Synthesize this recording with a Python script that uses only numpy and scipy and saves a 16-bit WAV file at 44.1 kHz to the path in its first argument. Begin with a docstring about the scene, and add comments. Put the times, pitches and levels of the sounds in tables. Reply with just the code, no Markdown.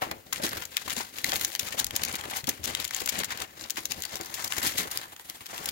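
"""Stiff paper wrapper, unrolled close up

A hand unrolls a stiff paper wrapper on a kitchen counter, close to a pair of small microphones.
Creases buckle with sharp snaps: noise bursts that ring facets of the paper, some after a swelling run of slips.
The sheet rustles as it slides and bends (clumped puffs of noise in 14 bands) and flexes in low noise.
The parcel inside thuds softly as ringing puffs; a small hard room answers with a short dying noise tail.
Faint room air and microphone hiss lie beneath."""
import sys
import numpy as np
from scipy import signal
from scipy.fft import rfft, irfft
from scipy.io import wavfile
from scipy.ndimage import uniform_filter1d

SR = 44100
rng = np.random.default_rng(int(sys.argv[2]) if len(sys.argv) > 2 else 0)


def rack_gain(trim_db):
    """Turn a fader trim in dB into the linear factor to multiply a signal by."""
    fader = np.asarray(trim_db, float)
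    return 10 ** (fader / 20)


def store_wav(level_fs):
    """Save 16-bit WAV to argv[1]."""
    pcm = np.round(np.clip(np.atleast_2d(level_fs), -1, 1) * 32767)
    wavfile.write(sys.argv[1], SR, pcm.T.astype(np.int16))


N = 251811   # length [samples]


def rms_one(x):
    """Scale to rms 1."""
    return x / np.sqrt(np.mean(x ** 2) + 1e-20)


def colour(x, points):
    """Causal (minimum-phase) filter through (frequency [Hz], gain [dB]) points."""
    point_hz, point_db = np.transpose(points)
    hz = np.fft.rfftfreq(4096, 1 / SR) + 1   # keeps the logarithm finite
    log_gain = np.interp(np.log(hz), np.log(point_hz), point_db) * np.log(10) / 20
    # folding the cepstrum onto positive times gives minimum phase
    cepstrum = irfft(log_gain)
    cepstrum[1:2048] *= 2
    cepstrum[2049:] = 0
    impulse = irfft(np.exp(rfft(cepstrum)))
    return signal.fftconvolve(x, impulse * np.ones(np.shape(x)[:-1] + (1,)), axes=-1)[..., :N]


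def drift(rate_hz):
    """Slow random curve of rms 1: noise through two equal low-pass poles, drawn at every 20th sample."""
    r = np.exp(-40 * np.pi * rate_hz / SR)
    noise = rng.standard_normal(N // 20 + 2002)
    slow = signal.lfilter([1], [1, -2 * r, r * r], noise)[2000:]   # skip the filter's start
    return np.interp(np.arange(N) / 20, np.arange(len(slow)), rms_one(slow))


def resonance(x, hz, width_hz):
    """A damped two-pole ring, such as a facet of paper, with a peak gain near 1."""
    r = np.exp(-np.pi * width_hz / SR)
    top = np.array([1, 0, -1]) * (1 - r * r) / 2
    return signal.lfilter(top, [1, -2 * r * np.cos(2 * np.pi * hz / SR), r * r], x)


def butter(x, order, hz, kind):
    """Butterworth filter."""
    return signal.sosfilt(signal.butter(order, hz, kind, fs=SR, output="sos"), x)


def fibres(shape, alike):
    """White noise as each port hears it: partly shared, partly from another patch of the sheet."""
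    near, other = rng.standard_normal((2,) + shape)
    alike = np.clip(alike, 0, 1)
    return np.array([near, alike * near + np.sqrt(1 - alike ** 2) * other])


def in_time(rows):
    """Table columns as curves over time."""
    s, *columns = np.transpose(rows)
    return [np.interp(np.arange(N) / SR, s, c) for c in columns]


def room_air():
    """Steady room air and microphone hiss: coloured noise, partly shared by the two ports."""
    # spectrum of the air: (frequency [Hz], relative density [dB per Hz])
    air_spectrum = [(30, -32), (300, -21), (2000, -14), (9000, -26), (15500, -12)]
    rms_db = -54.5
    return rack_gain(rms_db) * rms_one(colour(fibres((N,), alike=0.34), air_spectrum))


def hand():
    """Rustle level in dB: each pull rises fast, runs its course and dies away to the resting sheet."""
    # pulls on the sheet: (start [s], length [s], rustle at the start [dB], rustle at the end [dB])
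    pull_rows = [(0.044, 0.14, -34, -49), (0.348, 0.073, -33.5, -35), (0.435, 0.21, -26.5, -38.5),
                 (0.723, 0.065, -36, -35.5), (0.894, 0.13, -28, -31.5), (1.147, 0.062, -33.5, -33.5),
                 (1.261, 0.16, -30.5, -32), (1.337, 0.19, -36.5, -32), (1.616, 0.11, -31.5, -34.5),
                 (1.785, 0.063, -25.5, -33), (1.956, 0.19, -33.5, -27), (2.204, 0.047, -46, -33.5),
                 (2.318, 0.096, -25.5, -39), (2.492, 0.14, -32, -50), (2.643, 0.25, -27.5, -35),
                 (2.94, 0.094, -31.5, -29.5), (3.1, 0.14, -32, -32.5), (3.324, 0.0072, -24, -33.5),
                 (3.39, 0.036, -34, -30), (3.586, 0.052, -36.5, -29.5), (3.791, 0.0078, -25.5, -31.5),
                 (3.915, 0.065, -28, -33), (4.013, 0.29, -30.5, -37), (4.371, 0.085, -30.5, -33),
                 (4.531, 0.13, -23, -37), (4.646, 0.064, -22.5, -26), (4.79, 0.075, -24, -31.5),
                 (4.915, 0.16, -32, -40), (5.073, 0.29, -52, -44), (5.47, 0.04, -51, -39),
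                 (5.53, 0.029, -43, -28), (5.637, 0.082, -30.5, -36)]
    grip_db_per_s, let_go_db_per_s, resting_db = 536, 240, -51
    t = np.arange(N) / SR
    power = rack_gain(2 * resting_db)
    for s, length, start_db, end_db in pull_rows:
        held = np.interp(t, [s, s + length], [start_db, end_db])
        rise_db = grip_db_per_s * np.maximum(s - t, 0)
        fall_db = let_go_db_per_s * np.maximum(t - s - length, 0)
        power = power + rack_gain(2 * (held - rise_db - fall_db))
    return 10 * np.log10(power)


def rustle(level_db, tilt_db, per_s, spread_db, clump_db):
    """Tiny buckles come in clumps, each a short puff ringing a facet of its own size, over sliding hiss."""
    out, motion, clumps = 0, 0, drift(26.0)
    clumping = rack_gain(clump_db * clumps)
    # a gentle touch mostly slides, a firm one buckles the sheet
    crackle = np.clip((level_db + 50) / 30, .1, .6)
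    # some buckles sound in every band at once
    wide_sizes = rack_gain(0.33 * np.minimum(rng.exponential(1, N), 4))
    wide = wide_sizes * (rng.random(N) < 60 * clumping / SR)
    for hz in np.geomspace(800, 14000, num=14):
        born = rng.random(N) < per_s * clumping / SR
        sizes = rack_gain(spread_db * np.minimum(rng.exponential(1, N), 4))
        puff_s = 0.0011 + 0.82 / hz   # large facets sound longer
        keep = np.exp(-1 / (puff_s * SR))
        # each puff swells, then fades
        puffs = rms_one(signal.lfilter([1], [1, -2 * keep, keep ** 2], born * sizes + wide))
        # sliding friction fills the gaps
        sliding = rack_gain(clump_db * (2.7 * clumps + 0.3 * drift(36.0)))
        envelope = crackle * puffs + (1 - crackle) * sliding
        noise = fibres((N,), alike=np.clip(900 / hz, .3, .7))
        ring = resonance(noise * envelope, hz, 0.45 * hz)
        # brightness in dB per octave about 3 kHz; facets change as folds move
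        band_db = np.log2(hz / 3000) * tilt_db + 3.8 * drift(1.63)
        out = out + ring * rack_gain(band_db)
        motion = motion + envelope
    return rack_gain(level_db) * rms_one(out), rms_one(uniform_filter1d(motion, size=300))


def low_flexing(rustle_db, flex_db, motion):
    """The broad sheet bends as a whole: low noise, the same at both ports, moving with the rustle."""
    # spectrum of the flexing: (frequency [Hz], relative density [dB per Hz])
    flex_spectrum = [(20, -17), (45, -6), (100, 1), (255, 2), (400, 1), (800, -3), (1600, -29), (4000, -56)]
    noise = rms_one(colour(fibres((N,), alike=1.0), flex_spectrum))
    # the broad sheet follows the hand slowly
    level_db = uniform_filter1d(rustle_db, size=3000) + flex_db + 2.5
    flutter_db = 2.5 * drift(25)
    return noise * motion * rack_gain(level_db + flutter_db)


def snaps():
    """A crease gives way in a swelling run of slips, then snaps; the freed facet rings at its own pitch."""
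    # single creases, level ahead of the paper's colour:
    # (time of the snap [s], peak level [dB], ring of the facet [Hz], fall [ms])
    crease_rows = [(0.056, -38, 1870, 2.5), (0.1129, -19, 2130, 3.7), (0.3268, -17, 2060, 9.4),
                   (0.3306, -12, 7300, 1.2), (0.3602, -25, 3250, 2.5), (0.422, -35, 3420, 3.3),
                   (0.446, -27, 1800, 5.3), (0.456, -21, 6560, 3.8), (0.465, -18, 6000, 0.71),
                   (0.492, -22, 5460, 1.5), (.531, -22, 1200, 2.4), (0.5702, -22, 1800, 9.5),
                   (0.621, -24.5, 1670, 9.5), (0.654, -20, 7040, 0.26), (0.769, -8, 5450, 0.68),
                   (.818, -31, 900, 2), (0.879, -21.5, 1190, 7.1), (0.899, -18.5, 3880, 0.73),
                   (0.904, -20, 3000, 3.5), (0.988, -23, 8650, 2.4), (1.007, -22.5, 2000, 7),
                   (1.049, -33, 4540, 1.5), (1.185, -21, 2840, 1.3), (1.244, -9, 4230, 1.4),
                   (1.295, -18.5, 4740, 1.6), (1.3201, -12.5, 3260, 0.53), (1.333, -17, 2500, 3.5),
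                   (1.339, -21, 3980, 2.7), (1.358, -13, 4220, 1.7), (1.3645, -17.5, 7000, 1.5),
                   (1.396, -24, 4000, 1.5), (1.4115, -16, 4170, 3.9), (1.442, -21, 6000, 3),
                   (1.4482, -8.5, 6440, 1.8), (1.518, -26, 4300, 2.4), (1.5519, -12, 3200, 0.6),
                   (1.56, -22, 5000, 1.5), (1.5948, -11.5, 5370, 3.6), (1.845, -10.5, 10800, 0.52),
                   (1.867, -17, 6450, 1.3), (1.9087, -20.5, 3150, 1.1), (1.9538, -21.5, 5600, 5.6),
                   (1.9628, -10, 6800, 2.2), (2.035, -12, 4800, 2.5), (2.05, -14.5, 7050, 3.2),
                   (2.155, -16.5, 6000, 6.3), (2.239, -27.5, 1300, 5.1), (2.299, -26, 4060, 9.3),
                   (2.442, -24.5, 3650, 2.6), (2.4717, -17.5, 6100, 5.8), (2.49, -7, 6400, 5.8),
                   (2.641, -17.5, 7600, 4.6), (2.7506, -10, 3790, 0.99), (2.8, -16, 4400, 11.7),
                   (2.8445, -17, 4970, 2.2), (2.851, -13.5, 7400, 0.27), (2.878, -22, 7150, 1.5),
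                   (2.909, -19.5, 2430, 1.2), (2.937, -27, 4600, 1.8), (2.9475, -11.5, 7700, 0.54),
                   (2.965, -17.5, 5960, 1.7), (3.06, -13, 8150, 1.3), (3.0761, -15, 1990, 0.84),
                   (3.122, -29, 4030, 2), (3.235, -17, 1830, 1.5), (3.2445, -16, 7550, 7.4),
                   (3.3061, -22.5, 1920, 7.8), (3.375, -22.5, 3900, 1.9), (3.402, -23, 3730, 2),
                   (3.4188, -19, 3580, 3.2), (3.699, -20, 6200, 1.3), (3.706, -10, 7700, 0.21),
                   (3.759, -29, 4000, 2.5), (3.855, -13, 6560, 2.4), (4.0223, -16.5, 7300, 0.7),
                   (4.037, -19.5, 4730, 1.7), (4.052, -19, 4700, 2.8), (4.157, -16.5, 6170, 0.47),
                   (4.1702, -26, 6030, 0.95), (4.211, -20.5, 6650, 1.4), (4.259, -25.5, 6550, 2.6),
                   (4.3408, -19.5, 7100, 15), (4.444, -16.5, 6140, 3.6), (4.4763, -20, 7440, 3.1),
                   (4.5233, -13, 2810, 0.37), (4.585, -15, 6850, 0.37), (4.6293, -15.5, 7300, 3.3),
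                   (4.9133, -18.5, 9500, 3.8), (4.974, -11, 5300, 0.75), (5.015, -27, 2150, 0.92),
                   (5.164, -32.5, 2730, 1.2), (5.197, -30.5, 950, 0.78), (5.2983, -18.5, 5960, 1.7),
                   (5.408, -33, 1140, 2.8), (5.459, -28, 5000, 1.5), (5.465, -25.5, 4470, 2.5),
                   (5.58, -21.5, 3400, 1.4), (5.658, -14.5, 5830, 2.5), (5.689, -16, 5000, 3.2)]
    # long folds giving way slip by slip, level likewise:
    # (time of the snap [s], peak level [dB], ring of the facet [Hz], swell [ms], fall [ms])
    fold_rows = [(.02, -23.5, 1350, 4.5, 23), (.7771, -20.5, 2460, 7.7, 2.3), (1.685, -24, 2380, 20, 8),
                 (1.729, -23, 2900, 5.6, 5), (1.7996, -10, 7000, 8.9, 1.9), (2.213, -24.5, 3170, 5.3, 1.7),
                 (2.3689, -18.5, 6300, 11, 19), (2.657, -16, 6100, 9.8, 1.2),
                 (3.005, -20.5, 5300, 5.3, 1.6), (3.092, -12.5, 5400, 2.5, 4.8),
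                 (3.1901, -15, 7540, 3.1, 2.9), (3.2007, -20, 3900, 5.7, 4.4), (3.7727, -20, 2410, 3.2, 12),
                 (3.9201, -14, 6800, 4.1, 1.6), (4.6671, -13.5, 5360, 9.3, 20),
                 (4.7815, -14, 4270, 6.4, 28), (4.8002, -24, 6250, 24, 4.3)]
    crease_swell_ms = 0.87
    events = [(s, db, hz, crease_swell_ms, fall) for s, db, hz, fall in crease_rows] + list(fold_rows)
    out = np.zeros((2, N + 6144))
    t = (np.arange(6144) - 2048) / SR   # the snap is at 0
    before, after = np.minimum(t, 0), np.maximum(t, 0)
    for s, peak_db, hz, swell_ms, fall_ms in events:
        swell, fall, at = swell_ms / 1000, fall_ms / 1000, round(s * SR)
        rise = np.exp(before / swell) * (t > -2.5 * swell)
        decay = np.exp(-after / fall) + 0.11 * np.exp(-after / 0.0055)
        envelope = np.where(t < 0, rise, decay)
        slips = rack_gain(3.3 * np.repeat(rng.standard_normal(192), 32))   # uneven slips along the crease
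        burst = fibres((6144,), alike=0.16) * envelope * slips
        # the crack of the crease itself, weaker after a long swell
        burst[:, 2048:2054] += 1.73 * rng.standard_normal((2, 6)) / (1 + swell / 0.00083)
        # small facets sound thin, large ones dull
        low_hz, high_hz = min(0.5 * hz, 4000), min(4.02 * hz, .45 * SR)
        facet = butter(burst, 2, [low_hz, high_hz], "band")
        bright = 1.48 * butter(burst, 2, low_hz, "high")
        # slow falls ring less clearly
        ring = 3.0 * resonance(burst, hz, 0.11 * hz) / (1 + fall / 0.0077)
        burst = bright + facet + ring
        # a neighbouring facet joins in
        neighbour_hz = min(hz * 2 ** rng.uniform(-1.246, 1.27), .4 * SR)
        burst = burst + 0.55 * resonance(burst, neighbour_hz, 0.042 * hz)
        peak = np.sqrt(np.max(uniform_filter1d(burst[0] ** 2, size=48)))
        out[:, at:at + 6144] += burst * rack_gain(peak_db) / peak
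    return out[:, 2048:N + 2048]


def paper_colour(x):
    """Paper and microphone port tint the rustle and snaps, each side in its own way."""
    # response at the left and right port: (frequency [Hz], gain [dB])
    left_response = [(300, -11.5), (800, 1.5), (1500, -1), (2000, 0), (3500, -1), (5500, -3), (7200, -1),
                     (8300, -9), (9300, -9), (11500, -5), (14000, -7.5), (15600, -1.5)]
    right_response = [(300, -20.5), (800, -1.5), (1500, 1.5), (2000, 1), (2700, -8.5), (3700, -2.5),
                      (5300, -12), (7000, -13.5), (8300, -6), (9300, -3.5), (10300, -7.5), (11800, -3.5),
                      (14300, -6), (15600, -22)]
    return np.array([colour(x[0], left_response), colour(x[1], right_response)])


def thuds():
    """Parcel and fingers bump the counter: a dull puff ringing a few cycles in the hollow of the wrapper."""
    # bumps on the counter: (start [s], level [dB], ring [Hz])
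    bump_rows = [(0.018, -15.5, 850), (0.109, -23.5, 398), (0.396, -25.5, 610), (0.44, -31, 260),
                 (0.871, -26, 252), (0.968, -22, 230), (1, -23.5, 890), (1.324, -21, 740), (1.845, -18, 45),
                 (2.081, -32, 90), (2.43, -22.5, 129), (2.476, -14, 280), (2.589, -22, 85.5),
                 (3.012, -22.5, 255), (3.184, -20.5, 230), (3.205, -25, 176), (3.774, -23.5, 318),
                 (4.198, -22.5, 342), (4.659, -21, 252), (4.783, -19.5, 181), (4.85, -27.5, 460),
                 (5.494, -36.5, 920), (5.528, -28.5, 690)]
    out, t = np.zeros((2, N + 8192)), np.arange(8192) / SR
    for s, level_db, hz in bump_rows:
        # the parcel settles afterwards in a faint longer tail
        decay = np.exp(-t / 0.0073) + 0.031 * np.exp(-t / 0.11)
        envelope = (1 - np.exp(-t * hz / 1.93)) * decay
        edges = [max(0.21 * hz, 20), min(3.85 * hz, 1700)]
        puff = butter(fibres((8192,), alike=0.71) * envelope, 2, edges, "band")
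        puff = puff + 3 * resonance(puff, hz, 15 + 0.13 * hz)
        at = round(s * SR)
        size = np.sqrt(np.mean(puff ** 2) / np.mean(envelope ** 2))
        out[:, at:at + 8192] += puff * rack_gain(level_db) / size
    return out[:, :N]


def room(x):
    """Dense dull echoes from counter and walls: a dying noise tail, another one for each port."""
    t60_s, wall_cut_hz, level_db = 0.13, 2850, -16.5
    t = np.arange(SR // 4) / SR
    decay = rack_gain(-60 * t / t60_s) * (1 - np.exp(-t / 0.0013))
    tail = butter(rng.standard_normal((2, len(t))) * decay, 1, wall_cut_hz, "low")
    tail = tail / np.sqrt(np.sum(tail ** 2) / 2)
    return rack_gain(level_db) * signal.fftconvolve(x, tail, axes=-1)[:, :N]


def scene():
    """Paper, parcel, room and air at the two ports; the paper lies nearer the left one."""
    # how the sheet lies: (time [s], low flexing against the rustle, ahead of a fixed lift [dB],
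    # brightness [dB per octave], drop of the right port below the left, besides colour [dB])
    pose_rows = [(0, -6, -8.5, 2), (.2, -5.5, 1, 6), (.45, -12, 1, 1.5), (.8, -18, 1.65, 4),
                 (2.1, -13.5, -2, 3.5), (2.9, -17.5, -0.34, 5.5), (3.5, -13.5, -2, 3.5),
                 (4.4, -17.5, -0.5, 4.5), (5.2, -17.5, 0, 0.5), (5.71, -17.5, -1.5, 3.5)]
    right_lag_s = .00042
    rustle_db = hand()
    flex_db, tilt_db, pan_db = in_time(pose_rows)
    hiss, motion = rustle(rustle_db, tilt_db, per_s=40, spread_db=3.5, clump_db=1.5)
    paper = paper_colour(snaps() + hiss)
    near = paper + low_flexing(rustle_db, flex_db, motion) + thuds()
    late_right = np.pad(near[1], (round(right_lag_s * SR), 0))[:N]
    near[1] = late_right * rack_gain(-pan_db)
    return near + room(near) + room_air()


def low_pass(x):
    """Removes everything above the highest recorded frequency."""
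    return signal.sosfilt(signal.butter(12, 17140, fs=SR, output="sos"), x)


def record(dry):
    """The top is cut in two steep steps: by 38 dB above 15.8 kHz, then by 80 dB more above 16.9 kHz."""
    step = signal.sosfilt(signal.ellip(7, .5, 38, 15800, fs=SR, output="sos"), dry)
    mix = signal.sosfilt(signal.ellip(10, .5, 80, 16900, fs=SR, output="sos"), step)
    return low_pass(mix)


dry = scene()
out = record(dry)
store_wav(out)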